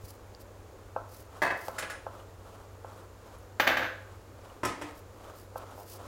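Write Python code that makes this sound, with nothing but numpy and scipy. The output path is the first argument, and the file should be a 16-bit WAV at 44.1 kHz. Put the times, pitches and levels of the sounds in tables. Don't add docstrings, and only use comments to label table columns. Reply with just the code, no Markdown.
import sys
import numpy as np
from scipy import signal
from scipy.fft import rfft, irfft
from scipy.io import wavfile

SR = 44100
rng = np.random.default_rng(int(sys.argv[2]) if len(sys.argv) > 2 else 0)


def output_pcm(signal):
    pcm = np.clip(np.atleast_2d(signal).T, -1, 1) * 32767
    wavfile.write(sys.argv[1], SR, np.round(pcm).astype(np.int16))


N = 267951
TIME_S = np.arange(N) / SR
FILTER_HZ = np.maximum(np.linspace(0, SR / 2, 4097), 1)


def from_db(db):
    return 10 ** (np.asarray(db) / 20)


def rms_one(x):
    return x / np.sqrt(np.mean(x ** 2) + 1e-20)


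def unit_energy(x):
    return x / np.sqrt(np.sum(x ** 2))


def at_hz(points, hz):
    points_hz, values = np.transpose(points)
    return np.interp(np.log(np.maximum(hz, 1)), np.log(points_hz), values)


def through(x, impulse_response):
    return signal.fftconvolve(x, impulse_response)[:N]


def response(spectrum, extra_db=0):
    gain = from_db(at_hz(spectrum, FILTER_HZ)) * np.minimum(FILTER_HZ / spectrum[0][0], 1) ** 2
    cepstrum = irfft(np.log(rms_one(gain) * from_db(extra_db)))
    cepstrum[1:] *= 2
    cepstrum[len(cepstrum) // 2:] = 0
    return irfft(np.exp(rfft(cepstrum)))


def coloured(x, spectrum):
    return through(x, response(spectrum))


def drift(per_s):
    knots = rng.standard_normal(4000)
    return rms_one(np.interp(TIME_S * per_s, np.arange(len(knots)), knots))


def swell(start_s, top_s, end_s, db):
    return from_db(db) * np.interp(TIME_S, [start_s, top_s, end_s], [0, 1, 0])


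def clicks(times_s, sizes):
    out = np.zeros(N)
    out[np.round(np.asarray(times_s) * SR).astype(int)] = sizes
    return out


def ring(x, hz, t60_s):
    radius = from_db(-60 / (t60_s * SR))
    step_rad = 2 * np.pi * hz / SR
    return signal.lfilter([0, np.sin(step_rad)], [1, -2 * radius * np.cos(step_rad), radius ** 2],
                          x + 1e-18)


def dying_noise(t60_s):
    return rng.standard_normal(SR) * from_db(-60 * TIME_S[:SR] / t60_s)


def grains(per_s, spread_db):
    slips = (rng.random(N) < per_s / SR) * rng.standard_normal(N)
    return rms_one(slips * from_db(spread_db * rng.standard_normal(N)))


def kitchen(x, build_s=0.0016):
    # frequency in Hz, room t60 in seconds.
    room_t60 = [(150, 0.31), (600, 0.55), (1600, 0.47), (4000, 0.53), (8000, 0.32), (14000, 0.17)]
    edges_hz = np.geomspace(60, 18000, 10)
    tail = 0
    for low, high in zip(edges_hz, edges_hz[1:]):
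        band = signal.butter(2, [low, high], "band", fs=SR, output="sos")
        tail += signal.sosfilt(band, dying_noise(at_hz(room_t60, np.sqrt(low * high))))
    return through(x, unit_energy(tail * (1 - np.exp(-TIME_S[:SR] / build_s))))


def background(hum_hz=97.6, hum_db=-55, waver_db=1.5, wander_rad=0.28, air_db=-51.5):
    # frequency in Hz, relative noise density in dB.
    air_colour = [(25, -13), (48, -5.5), (95, -6.5), (140, -19.5), (230, -17.5), (350, -14), (510, -11),
                  (700, -18.5), (1200, -21), (2100, -31), (3200, -35.5), (6000, -37.5), (7100, -35),
                  (8200, -40.5), (15500, -43)]
    hum = np.sqrt(2) * np.sin(2 * np.pi * hum_hz * TIME_S + wander_rad * drift(42))
    air = coloured(rng.standard_normal(N), air_colour)
    return from_db(hum_db + waver_db * drift(6.7)) * hum + from_db(air_db) * air


def bump(start_s=0.039, level_db=-33):
    return from_db(level_db) * ring(clicks([start_s], 1), hz=80, t60_s=0.051)


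def brushing(uneven_db=2.5):
    # loudest moment in seconds, length in seconds, level in dB.
    brushes = [(0.087, 0.19, -56), (0.416, 0.045, -54), (1.173, 0.2, -53), (1.651, 0.23, -51.5),
               (4.978, 0.078, -57.5), (5.403, 0.15, -57.5), (5.58, 0.041, -53), (5.807, 0.13, -53.5),
               (5.918, 0.14, -47)]
    # frequency in Hz, relative noise density in dB.
    colour = [(2500, -2), (3800, -2.5), (4700, 5), (7000, 0), (9000, 0.5), (12000, 3.5), (15500, 2)]
    level = sum(swell(s - length_s / 2, s, s + length_s / 2, db) for s, length_s, db in brushes)
    return level * from_db(uneven_db * drift(150)) * coloured(rng.standard_normal(N), colour)


def touches(landings, slap_s, slap_harder_db, slap_hz, rock_s, rock_db, rock_duller_db, rock_hz,
            rocks=4, gap_spread=0.35):
    hits = []
    for s, db, hardness_db, favoured_hz, slap_db, loss_db in landings:
        rock_times_s = s + np.cumsum(rock_s * (1 + gap_spread * rng.uniform(-1, 1, rocks)))
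        hits.append((s, db, hardness_db, favoured_hz))
        hits.append((s + slap_s, db + slap_db, hardness_db + slap_harder_db, slap_hz))
        for k, when_s in enumerate(rock_times_s, 1):
            hits.append((when_s, db + rock_db - k * loss_db, hardness_db - rock_duller_db, rock_hz))
    return hits


def contact_db(hz, hardness_db, favoured_hz, hard_hz=4000, favour_db=6, width_octaves=0.57):
    treble_db = hardness_db * hz ** 2 / (hz ** 2 + hard_hz ** 2)
    return treble_db + favour_db * np.exp(-(np.log2(hz / favoured_hz) / width_octaves) ** 2)


def clatter(hits, colour, modes, crack_db, buzz_db, buzz_t60_s, ring_db, room_db,
            crack_hz=3500, buzz_build_s=0.0018):
    blows = np.zeros(N)
    for s, db, hardness_db, favoured_hz in hits:
        blow = response(colour, db + contact_db(FILTER_HZ, hardness_db, favoured_hz))
        start = round(s * SR)
        blows[start:start + len(blow)] += blow
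    crack = signal.lfilter(*signal.butter(1, crack_hz, fs=SR), blows)
    buzz_onset = 1 - np.exp(-TIME_S[:SR] / buzz_build_s)
    buzz = through(blows, unit_energy(dying_noise(buzz_t60_s) * buzz_onset))
    times_s, hit_db, hardness_db, favoured_hz = np.transpose(hits)
    signs = rng.choice([-1, 1], (len(hits), len(modes)))
    rings = 0
    for sign, (hz, mode_db, t60_s) in zip(signs.T, modes):
        push = sign * from_db(hit_db + mode_db + contact_db(hz, hardness_db, favoured_hz))
        rings += ring(clicks(times_s, push), hz, t60_s)
    direct = from_db(crack_db) * crack + from_db(buzz_db) * buzz + from_db(ring_db) * rings
    return direct + from_db(room_db) * kitchen(blows)


def plate():
    # start in seconds, level in dB, hardness in dB, favoured Hz, slap in dB, dB lost per rock.
    landings = [(1.419, -13.5, -6, 694, -8, 2), (1.504, -19.5, -16, 2200, -5, 4.5)]
    # frequency in Hz, relative impact level in dB.
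    colour = [(71, -27), (120, -3), (221, -15), (294, -8.5), (509, -7.5), (552, -3.5), (899, -6),
              (1430, -6), (1620, 1.5), (2110, -3), (2390, -15.5), (2590, -14), (2750, -18), (15500, -28)]
    # mode in Hz, level in dB, t60 in seconds.
    modes = [(530, -2, .25), (565, -1, .3), (761, 1, .3), (923, 2, .33), (1020, -2, .45), (1362, -5, .45),
             (1592, 2, .48), (1637, 1, .5), (1717, -4, .4), (1936, 1, .35), (2035, 1, .42), (2170, -2, .33),
             (2578, 5, .36), (3725, -14, .4), (3822, -11, .3), (4457, -6, .32), (5809, -22, .4),
             (6654, -15, .26)]
    hits = touches(landings, slap_s=0.006, slap_harder_db=10.5, slap_hz=2300,
                   rock_s=0.017, rock_db=-0.5, rock_duller_db=2, rock_hz=850)
    return clatter(hits, colour, modes, crack_db=7.5, buzz_db=13.5, buzz_t60_s=0.043,
                   ring_db=-29, room_db=10.5)


def cutlery():
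    # start in seconds, level in dB, hardness in dB, favoured Hz, slap in dB, dB lost per rock.
    landings = [(1.784, -25, 8.5, 1690, -5.5, 7.5), (1.824, -20.5, -12, 2800, -6.5, 18),
                (1.899, -29, 3.5, 1600, -6, 3)]
    # frequency in Hz, relative impact level in dB.
    colour = [(180, -18), (300, -8), (417, -20), (484, -7), (562, -1.5), (937, -11), (1020, -7),
              (1540, -6.5), (3400, -16.5), (9760, -18.5), (15500, -31)]
    # mode in Hz, level in dB, t60 in seconds.
    modes = [(1454, 7, 0.15), (1490, -13, 0.2), (1680, 8, 0.16), (2045, 5, 0.13), (2420, -7, 0.28),
             (2570, -7, 0.22), (3070, -2, 0.19), (3700, -14, 0.23), (5300, 1, 0.16), (6650, -7, 0.38),
             (7340, -1.5, 0.16), (9640, -4, 0.4), (10600, -15, .25)]
    hits = touches(landings, slap_s=0.006, slap_harder_db=-3.5, slap_hz=2000,
                   rock_s=0.013, rock_db=1, rock_duller_db=13, rock_hz=1650)
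    return clatter(hits, colour, modes, crack_db=3, buzz_db=12, buzz_t60_s=0.064,
                   ring_db=-27, room_db=9.5)


def bowl():
    # start in seconds, level in dB, hardness in dB, favoured Hz, slap in dB, dB lost per rock.
    landings = [(3.598, -10.8, 2, 1300, -9, 10), (3.670, -14.5, -1, 1800, 2, 0.76),
                (3.769, -18.5, 2, 1740, -7, 0.47)]
    # frequency in Hz, relative impact level in dB.
    colour = [(100, -10), (190, -12.5), (290, -7), (400, -13.5), (530, -3), (760, -8), (1100, -9.5),
              (1600, -6), (2000, -11.5), (3600, -16.5), (7200, -31.5), (8500, -40), (12400, -35.5),
              (15400, -34)]
    # mode in Hz, level in dB, t60 in seconds.
    modes = [(522, -5, .65), (564, -4, .6), (659, -3, .65), (856, -3, .65), (1187, 2, .38), (1280, -6, .45),
             (1510, -4, .5), (1581, 2, .58), (1599, -4, .55), (1644, -3, .6), (1712, -6, .55),
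             (1786, -4, .6), (1986, -6, .55), (2186, -2, .42), (2422, -6, .45), (2632, -8, .45),
             (2875, -5, .25), (3483, -7, .42), (3758, -7, .38), (5017, -15, .5), (6200, -15, .45),
             (9458, -28, .5), (11010, -27, .3), (13240, -8, .3), (13330, -11, .2), (15120, -8, .3)]
    hits = touches(landings, slap_s=0.005, slap_harder_db=8.5, slap_hz=2420,
                   rock_s=0.0095, rock_db=-3.5, rock_duller_db=6, rock_hz=1600, rocks=8)
    return clatter(hits, colour, modes, crack_db=5.5, buzz_db=13, buzz_t60_s=0.027,
                   ring_db=-29.5, room_db=9)


def pot():
    # start in seconds, level in dB, hardness in dB, favoured Hz, slap in dB, dB lost per rock.
    landings = [(4.633, -18.5, -14, 1110, -9, 9), (4.650, -19.5, 1.5, 1290, -16, 4.5),
                (4.814, -28.5, -6.5, 895, 0, 8.5)]
    # frequency in Hz, relative impact level in dB.
    colour = [(110, -12.5), (190, -19), (240, -21), (300, -5.5), (380, -17), (460, -18.5), (570, -16.5),
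              (800, -16.5), (1040, -19.5), (1300, -20.5), (1480, -25.5), (1800, -17.5), (4300, -30.5),
              (5600, -26.5), (10500, -29.5), (15500, -39)]
    # mode in Hz, level in dB, t60 in seconds.
    modes = [(296, -2, .19), (335, -6, .12), (372, -8, .14), (856, -16, .5), (1023, -6, .28),
             (1280, -7, .3), (1733, -10, .25), (1927, -13, .35), (2562, -20, .45), (3321, -21, .4),
             (3550, -17, .28), (3920, -17, .2), (5469, -10, .2), (5600, -17, .22)]
    hits = touches(landings, slap_s=0.0065, slap_harder_db=-0.5, slap_hz=2000,
                   rock_s=0.015, rock_db=2, rock_duller_db=24, rock_hz=273)
    return clatter(hits, colour, modes, crack_db=8, buzz_db=13, buzz_t60_s=0.034,
                   ring_db=-16, room_db=13)


def snaps():
    # start in seconds, level in dB, pitch in Hz, t60 in seconds.
    ticks = [(0.349, -37, 4770, 0.0055), (1.683, -20.5, 4970, 0.0003), (2.20, -50.5, 2940, 0.027),
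             (3.386, -46, 10800, .004), (4.50, -51.5, 2930, 0.027)]
    return sum(ring(clicks([s], from_db(db)), hz, t60_s) for s, db, hz, t60_s in ticks)


def knocks(gain_db=1.5, contact_hz=1830, hob_db=-5, room_db=-9,
           judder_s=5.777, judder_gap_s=0.01, judder_db=-35.5, judder_hz=1050):
    # start in seconds, level in dB.
    strikes = [(0.962, -17), (1.682, -21.5), (2.065, -23), (2.845, -29), (5.557, -23), (5.636, -40),
               (5.991, -40)]
    # mode in Hz, level in dB, t60 in seconds.
    modes = [(520, -18, .06), (640, -12, .04), (834, -6, .02), (1050, -11, .025), (1330, -9, .024),
             (1550, -15, .018), (2600, -22, .008)]
    contacts = [(s, db, contact_hz) for s, db in strikes]
    contacts += [(judder_s + k * judder_gap_s, judder_db, judder_hz) for k in range(5)]
    force = 0
    for s, db, bandwidth_hz in contacts:
        softness = signal.butter(3, bandwidth_hz, fs=SR, output="sos")
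        force += signal.sosfilt(softness, clicks([s], from_db(db + gain_db)))
    pan = sum((-1) ** k * from_db(db) * ring(force, hz, t60_s)
              for k, (hz, db, t60_s) in enumerate(modes))
    hob_echoes = through(pan, unit_energy(dying_noise(t60_s=0.06)))
    return pan + from_db(hob_db) * hob_echoes + from_db(room_db) * kitchen(pan)


def stirring(first_top_s=1.388, period_s=0.389, rise_s=0.16, fall_s=0.15,
             uneven_db=2.5, rub_db=1, rasp_db=-13):
    # time in seconds, push on the spatula in dB.
    effort = [(1.38, -53), (1.75, -46), (2.14, -55.5), (2.54, -52.5), (3.32, -53.5), (4.1, -58.5),
              (4.49, -52.5), (5.65, -50), (6.03, -48)]
    # frequency in Hz, relative noise density in dB.
    rub_colour = [(200, -9.5), (400, -4.5), (550, -0.5), (850, -3.5), (1280, -2.5), (1800, -19),
                  (3000, -27), (7000, -27.5), (15000, -32)]
    rasp_colour = [(1500, -3.5), (2300, -3), (3100, 1), (4200, -4), (7500, -8.5), (10000, -10),
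                   (15000, -26)]
    tops_s = np.arange(first_top_s, TIME_S[-1] + rise_s, period_s)
    tops_db = np.interp(tops_s, *np.transpose(effort))
    push = sum(swell(s - rise_s, s, s + fall_s, db) for s, db in zip(tops_s, tops_db))
    slips = coloured(grains(per_s=6000, spread_db=1), rub_colour)
    tears = coloured(grains(per_s=4000, spread_db=2), rasp_colour)
    return push * from_db(uneven_db * drift(40)) * (from_db(rub_db) * slips + from_db(rasp_db) * tears)


def scene():
    pan = stirring() + knocks() + snaps()
    dishes = plate() + cutlery() + bowl() + pot()
    return (pan + dishes + brushing() + bump() + background())[None]


def record(dry):
    cutoff_hz = 15900
    return signal.sosfilt(signal.ellip(12, 0.1, 80, cutoff_hz, fs=SR, output="sos"), dry)


dry = scene()
out = record(dry)
output_pcm(out)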